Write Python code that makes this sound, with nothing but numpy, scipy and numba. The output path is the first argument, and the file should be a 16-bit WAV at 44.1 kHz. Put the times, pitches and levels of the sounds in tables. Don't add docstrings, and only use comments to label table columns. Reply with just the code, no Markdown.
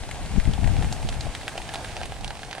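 import sys
import numpy as np
from scipy import signal
from scipy.fft import rfft, irfft
from scipy.io import wavfile
from scipy.ndimage import uniform_filter1d, map_coordinates
from numba import njit

SR = 44100
rng = np.random.default_rng(int(sys.argv[2]) if len(sys.argv) > 2 else 0)


def invert_db(level):
    return 10 ** (np.asarray(level, dtype=float) / 20)


def generate_wav(signal):
    frames = np.transpose(np.atleast_2d(signal))
    scaled = np.clip(frames, -1, 1) * 32767
    pcm = np.round(scaled).astype(np.int16)
    wavfile.write(sys.argv[1], SR, pcm)


N = 114660

# (time [s], peak level [dB], crack pitch [Hz], plop over crack [dB], sizzle over crack [dB])
EARLY_SLAPS = [(0.1116, -21, 2090, -29, -13), (0.3606, -30.5, 1920, 3.5, -17),
               (0.399, -20.5, 1920, -33, -14), (0.4529, -24, 2120, -13, -13),
               (0.5352, -21, 3280, -8.5, -16), (0.6419, -23, 1880, -23, -21),
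               (0.6744, -21, 1920, -1.5, -12.5), (0.7657, -26.5, 2450, 2.5, -15),
               (0.8235, -23.5, 1850, 2, -16.5), (0.8442, -24, 1990, -2, -12),
               (0.9248, -19.5, 4530, -2.5, -11.5), (1.0276, -26, 2560, -2.5, -13),
               (1.0879, -17, 3200, -6.5, -23), (1.1253, -24, 1900, -8, -15),
               (1.2077, -18.5, 4250, -12.5, -42), (1.3498, -17.5, 1970, -13.5, -15),
               (1.4117, -26, 1960, -5, -14)]
MIDDLE_SLAPS = [(1.4793, -12, 1730, -9.5, -19.5), (1.577, -20, 2230, -2, -18),
                (1.6171, -23.5, 2070, -13, -17.5), (1.6904, -23, 1740, -4.5, -42),
                (1.721, -36, 1640, -8, -15), (1.7374, -23, 2780, -1.5, -9), (1.7436, -20, 1990, -4, -31),
                (1.7559, -19, 2450, -3.5, -19), (1.8453, -21, 1620, -10, -19),
                (1.8851, -27, 1600, -16, -15), (1.9662, -22, 2470, -1, -26), (2.0135, -23.5, 1600, -1, -24),
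                (2.032, -22.5, 2450, -5.5, -29), (2.0552, -25.5, 2530, -5, -9.5)]
LATE_SLAPS = [
    (2.1201, -25, 1700, 1, -18),
    (2.2443, -17.5, 3000, -7.5, -22),
    (2.2777, -22.5, 4160, -7, -38),
    (2.3047, -20.5, 1630, -2.5, -20),
    (2.3915, -28.5, 1800, -2, -21),
    (2.4314, -22.5, 1630, -8, -31),
    (2.5107, -23, 2150, -23, -29),
    (2.5285, -18.5, 1760, -26, -46),
    (2.5494, -24, 1760, -7.5, -18),
    (2.581, -24, 1690, 1.5, -18),
]
# (time [s], peak level [dB], pitch [Hz])
LONE_PLOPS = [
    (0.579, -22.5, 790),
    (1.267, -22.5, 640),
    (1.555, -24, 620),
    (1.601, -24.5, 860),
    (2.22, -39, 740),
    (2.336, -56, 668),
    (2.359, -34, 640),
    (2.485, -28.5, 689),
    (2.507, -34, 751),
]
# (time [s], level [dB])
FLOCK_LEVEL = [(0, -48.5), (.25, -47.5), (.9, -46.5), (1.8, -47), (2.6, -49.5)]
# (frequency [Hz], level per Hz [dB])
CHURN_COLOUR = [(100, 4), (280, -5), (770, -6), (1130, -11), (2400, -11), (6200, -17), (9300, -17.5),
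                (13500, -34.5)]
# (frequency [Hz], level [dB])
DISTANCE_LOSS = [(850, 0), (1150, -4), (1600, -1), (5000, 1), (9800, -1.5), (12500, -16), (16000, -24)]
# (frequency [Hz], likeness [0-1])
LEFT_RIGHT_LIKENESS = [(100, 1), (500, 1), (1400, 0.85), (3100, 0.49), (6800, 0.27), (14000, 0.02)]
# (frequency [Hz], left minus right [dB])
PORT_COLOUR = [(200, 1), (1300, -1), (4400, 0), (6200, 3), (8600, 11), (11000, 5), (15000, 2)]
# (left minus right at the start [dB], at the end [dB])
TURN_BALANCE = (0.2, -4)
# (time [s], gust level [dB], left minus right [dB])
GUSTS = [(0, -40, 2), (.3, -34, 7.5), (.37, -28, 14), (.42, -36.5, 1.5), (.48, -22.5, 13), (.58, -34, 6.5),
         (.63, -26, 14), (.76, -25.5, 12), (.88, -26, 8.5), (.95, -37, 3), (1.05, -31.5, 3), (1.1, -34, -3),
         (1.28, -34.5, 8), (1.36, -44.5, 3.5), (1.7, -46, 4), (2.1, -41.5, 3), (2.28, -35.5, 0.5),
         (2.38, -53, 7)]
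# (time [s], peak level [dB], port [0 left, 1 right])
EDDY_THUMPS = [(0.377, -8.5, 0), (0.382, -2, 0), (0.477, -7.5, 0), (.492, -8, 0), (0.51, -19, 0),
               (0.59, -11, 0), (.66, -12, 0), (.842, -13, 0), (0.489, -18, 1), (0.851, -12.5, 1),
               (1.05, -11.5, 1)]


def curve(table, x, col=1, log=False):
    a = np.array(table, float)
    if log:
        return np.interp(np.log(x + 1), np.log(a[:, 0] + 1), a[:, col])
    return np.interp(x, a[:, 0], a[:, col])


def unit(x):
    return x / np.sqrt(np.mean(x ** 2))


@njit
def moving_filter(x, hz, damping):
    out, band_state, low_state = np.empty((2, len(x))), 0., 0.
    for i in range(len(x)):
        g = np.tan(np.pi * hz[i] / SR)
        v = (band_state + g * (x[i] - low_state)) / (1 + g * (g + damping))
        out[0, i] = damping * v
        out[1, i] = low_state + g * v
        band_state, low_state = 2 * v - band_state, low_state + 2 * g * v
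    return out


def band(x, hz, width):
    return moving_filter(x, np.full(len(x), min(hz, .45 * SR) * 1.), width * 1.)[0]


def shape(x, db):
    return irfft(rfft(x) * invert_db(db(np.fft.rfftfreq(N, 1 / SR))), N)


def walk(rate):
    hold = int(SR / rate)
    steps = np.repeat(rng.standard_normal(N // hold + 1), hold)
    return 1.61 * uniform_filter1d(uniform_filter1d(steps, hold), hold)[:N]


def add(out, s, x):
    i = int(s * SR)
    out[i:i + len(x)] += x[:max(len(out) - i, 0)]


def plop(hz, t):
    t60_s, rise_s = 0.019, 0.0002
    return np.sin(2 * np.pi * hz * t * (1 + 4 * t)) * invert_db(-60 * t / t60_s) * (1 - np.exp(-t / rise_s))


def slap(hz, plop_db, sizzle_db, chance):
    late_s, mirror_s, mirror_db = 0.0011, 0.0023, -6.5
    spray_db, spray_t60_s, grain_db = -29, 0.052, 3
    mist_db, mist_t60_s, sizzle_hz = -23.5, 0.075, 8100
    crack_width, ring_width, ring_db = 1.74, .25, -13
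    t = np.arange(4000) / SR

    kick = np.zeros(len(t))
    add(kick, late_s, np.ones(1))
    add(kick, late_s + mirror_s * (1 + .15 * chance[0]), invert_db(np.array([mirror_db + 4 * chance[1]])))

    drop_size = invert_db(grain_db * rng.exponential(size=len(t)))
    drops = rng.standard_normal(len(t)) * drop_size * (t > late_s / 2)
    spray = invert_db(spray_db - 60 * t / spray_t60_s) * drops
    mist = invert_db(mist_db - 60 * t / mist_t60_s) * drops

    crack = band(band(kick + spray, hz, crack_width), hz, 2 * crack_width)
    ring = band(crack, hz, ring_width)
    crack = crack + invert_db(ring_db) * ring * np.abs(crack).max() / np.abs(ring).max()
    crack = crack / np.abs(crack).max()
    sizzle = band(band(kick + mist, sizzle_hz, 1.07), sizzle_hz, 1.33)
    sizzle = sizzle / np.abs(sizzle).max()

    out = invert_db(3.5) * (crack + invert_db(9 + sizzle_db) * sizzle)
    hollow = plop(740 * (1 + .08 * chance[3]), t)
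    add(out, late_s, invert_db(plop_db + 1) * hollow)
    return out


def patter():
    count, per_s, level_db, spread_db = 260, 70, -36, 3
    out = np.zeros(N)
    for place, chance in zip(rng.random((count, 2)), rng.standard_normal((count, 4))):
        s = place[0] * count / per_s
        if s < N / SR:
            db = level_db + spread_db * np.clip(chance[2], -2, 2)
            add(out, s, invert_db(db) * slap(1500 * 3 ** place[1], -1.5, -22, chance))
    return out


def slaps():
    out = np.zeros(N)
    rows = list(EARLY_SLAPS) + list(MIDDLE_SLAPS) + list(LATE_SLAPS)
    for (s, db, hz, plop_db, sizzle_db), chance in zip(rows, rng.standard_normal((len(rows), 4))):
        add(out, s, invert_db(db) * slap(hz, plop_db, sizzle_db, chance))
    for s, db, hz in LONE_PLOPS:
        add(out, s, invert_db(db) * plop(hz, np.arange(2000) / SR))
    return shape(out + patter(), lambda f: curve(DISTANCE_LOSS, f, log=True))


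def pair(x, y):
    def share(sign):
        likeness = lambda f: np.clip(curve(LEFT_RIGHT_LIKENESS, f, log=True), 0, .99)
        return lambda f: 10 * np.log10((1 + sign * likeness(f)) / 2)
    mid, side = shape(x, share(1)), shape(y, share(-1))
    return np.array([mid + side, mid - side])


def echo(hits, t, t60_s, late_s):
    tail = rng.standard_normal(N) * invert_db(-60 * t / t60_s) * (t >= late_s)
    return signal.fftconvolve(hits, unit(tail) / np.sqrt(N))[:N]


def slaps_on_lake(t):
    hits = slaps()
    direct = pair(hits, invert_db(-5) * echo(hits, t, 0.0018, 0))
    shore = pair(echo(hits, t, 0.16, 0.0014), echo(hits, t, 0.16, 0.0014))
    return direct + invert_db(-17) * shore


def wing_hum(t):
    beat_hz, beat_db, flicker_db = 3.724, 4.5, 2
    beat = beat_db * np.cos(2 * np.pi * beat_hz * (t - 1.5))
    throb = invert_db(curve(FLOCK_LEVEL, t) + 47.5 + beat + flicker_db * walk(29.61))
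    out = np.zeros((2, N))
    for hz, width_hz, db in ((734, 404, -50), (1620, 67, -60)):
        width = width_hz / hz
        hum = [unit(band(band(v, hz, width), hz, 0.97 * width)) for v in rng.standard_normal((2, N))]
        out = out + invert_db(db) * throb * np.array(hum)
    return pair(*out)


def churned_water(t):
    flicker_db, level_db = 1, 0.5
    out, swell = np.zeros((2, N)), walk(6.3)
    for hz in 100 * 2 ** np.arange(0, 7.6, .5):
        gain = invert_db(flicker_db * (swell / 2 + walk(24.66)))
        out = out + gain * np.array([band(v, hz, 0.49) for v in rng.standard_normal((2, N))])
    out = shape(out, lambda f: curve(CHURN_COLOUR, f, log=True))
    loudness = np.sqrt(np.mean(band(out[0], 3200, 0.94) ** 2))
    return pair(*(out / loudness * invert_db(level_db + curve(FLOCK_LEVEL, t))))


def turning_phone(lake, t):
    turn_db = np.interp(t, [0, N / SR], TURN_BALANCE) / 2
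    lead_s = np.interp(t, [0, N / SR], (.00006, -0.000024)) / 2
    out = []
    for v, sign in zip(lake, (1, -1)):
        port = shape(v, lambda f: sign * curve(PORT_COLOUR, f, log=True) / 2) * invert_db(sign * turn_db)
        out.append(map_coordinates(port, [(t + sign * lead_s) * SR], order=5, mode="mirror"))
    return np.array(out)


def buffeting(gust_db):
    flicker_db, skew, deep_hz = 2, .12, 29.6
    hz = np.clip(65 + 0.76 * (gust_db + 30), 25, 200)
    a, b, c = rng.standard_normal((3, N))
    rumble = unit(moving_filter(moving_filter(a, hz, 1.1)[0], 2 * hz, 1.42)[1] / np.sqrt(hz))
    edge_hz = 2.3 * hz
    edge = unit(moving_filter(moving_filter(b, edge_hz, 0.65)[0], edge_hz, 1.9)[0])
    x = rumble + invert_db(-15 + 2 * flicker_db * walk(25.09)) * edge
    x = x + skew * (x ** 2 - 1)
    deep = unit(band(band(c, deep_hz, 1.06), deep_hz, 1.36))
    deep_db = -41.5 + 0.84 * (gust_db + 42)
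    return invert_db(gust_db + flicker_db * walk(18.26)) * x, invert_db(deep_db) * deep


def wind(t):
    eddy_s = .0013
    out = np.zeros((2, N))
    for port, sign in enumerate((1, -1)):
        gust_db = curve(GUSTS, t) + sign * curve(GUSTS, t, 2) / 2
        rough, deep = buffeting(gust_db)
        out[port] = sign * rough + deep
    bump = np.arange(-600, 2400) / SR
    push = np.exp(-(bump / eddy_s) ** 2)
    pull = 0.58 * np.exp(-((bump - 4 * eddy_s) / (5 * eddy_s)) ** 2)
    for s, peak_db, side in EDDY_THUMPS:
        port = int(side > .5)
        add(out[port], s + bump[0], (-1) ** port * invert_db(peak_db) * (push - pull))
    return out


def scene():
    t = np.arange(N) / SR
    lake = slaps_on_lake(t) + wing_hum(t) + churned_water(t)
    return turning_phone(lake, t) + wind(t)


def low_pass(x):
    return signal.sosfilt(signal.butter(12, 15830, fs=SR, output="sos"), x)


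def record(dry):
    low_cut_hz, top_hz = 11.1, 15830
    bass_cut = signal.butter(2, low_cut_hz, "high", fs=SR, output="sos")
    mix = shape(signal.sosfilt(bass_cut, dry), lambda f: -90. * (f > top_hz))
    return low_pass(mix)


dry = scene()
out = record(dry)
generate_wav(out)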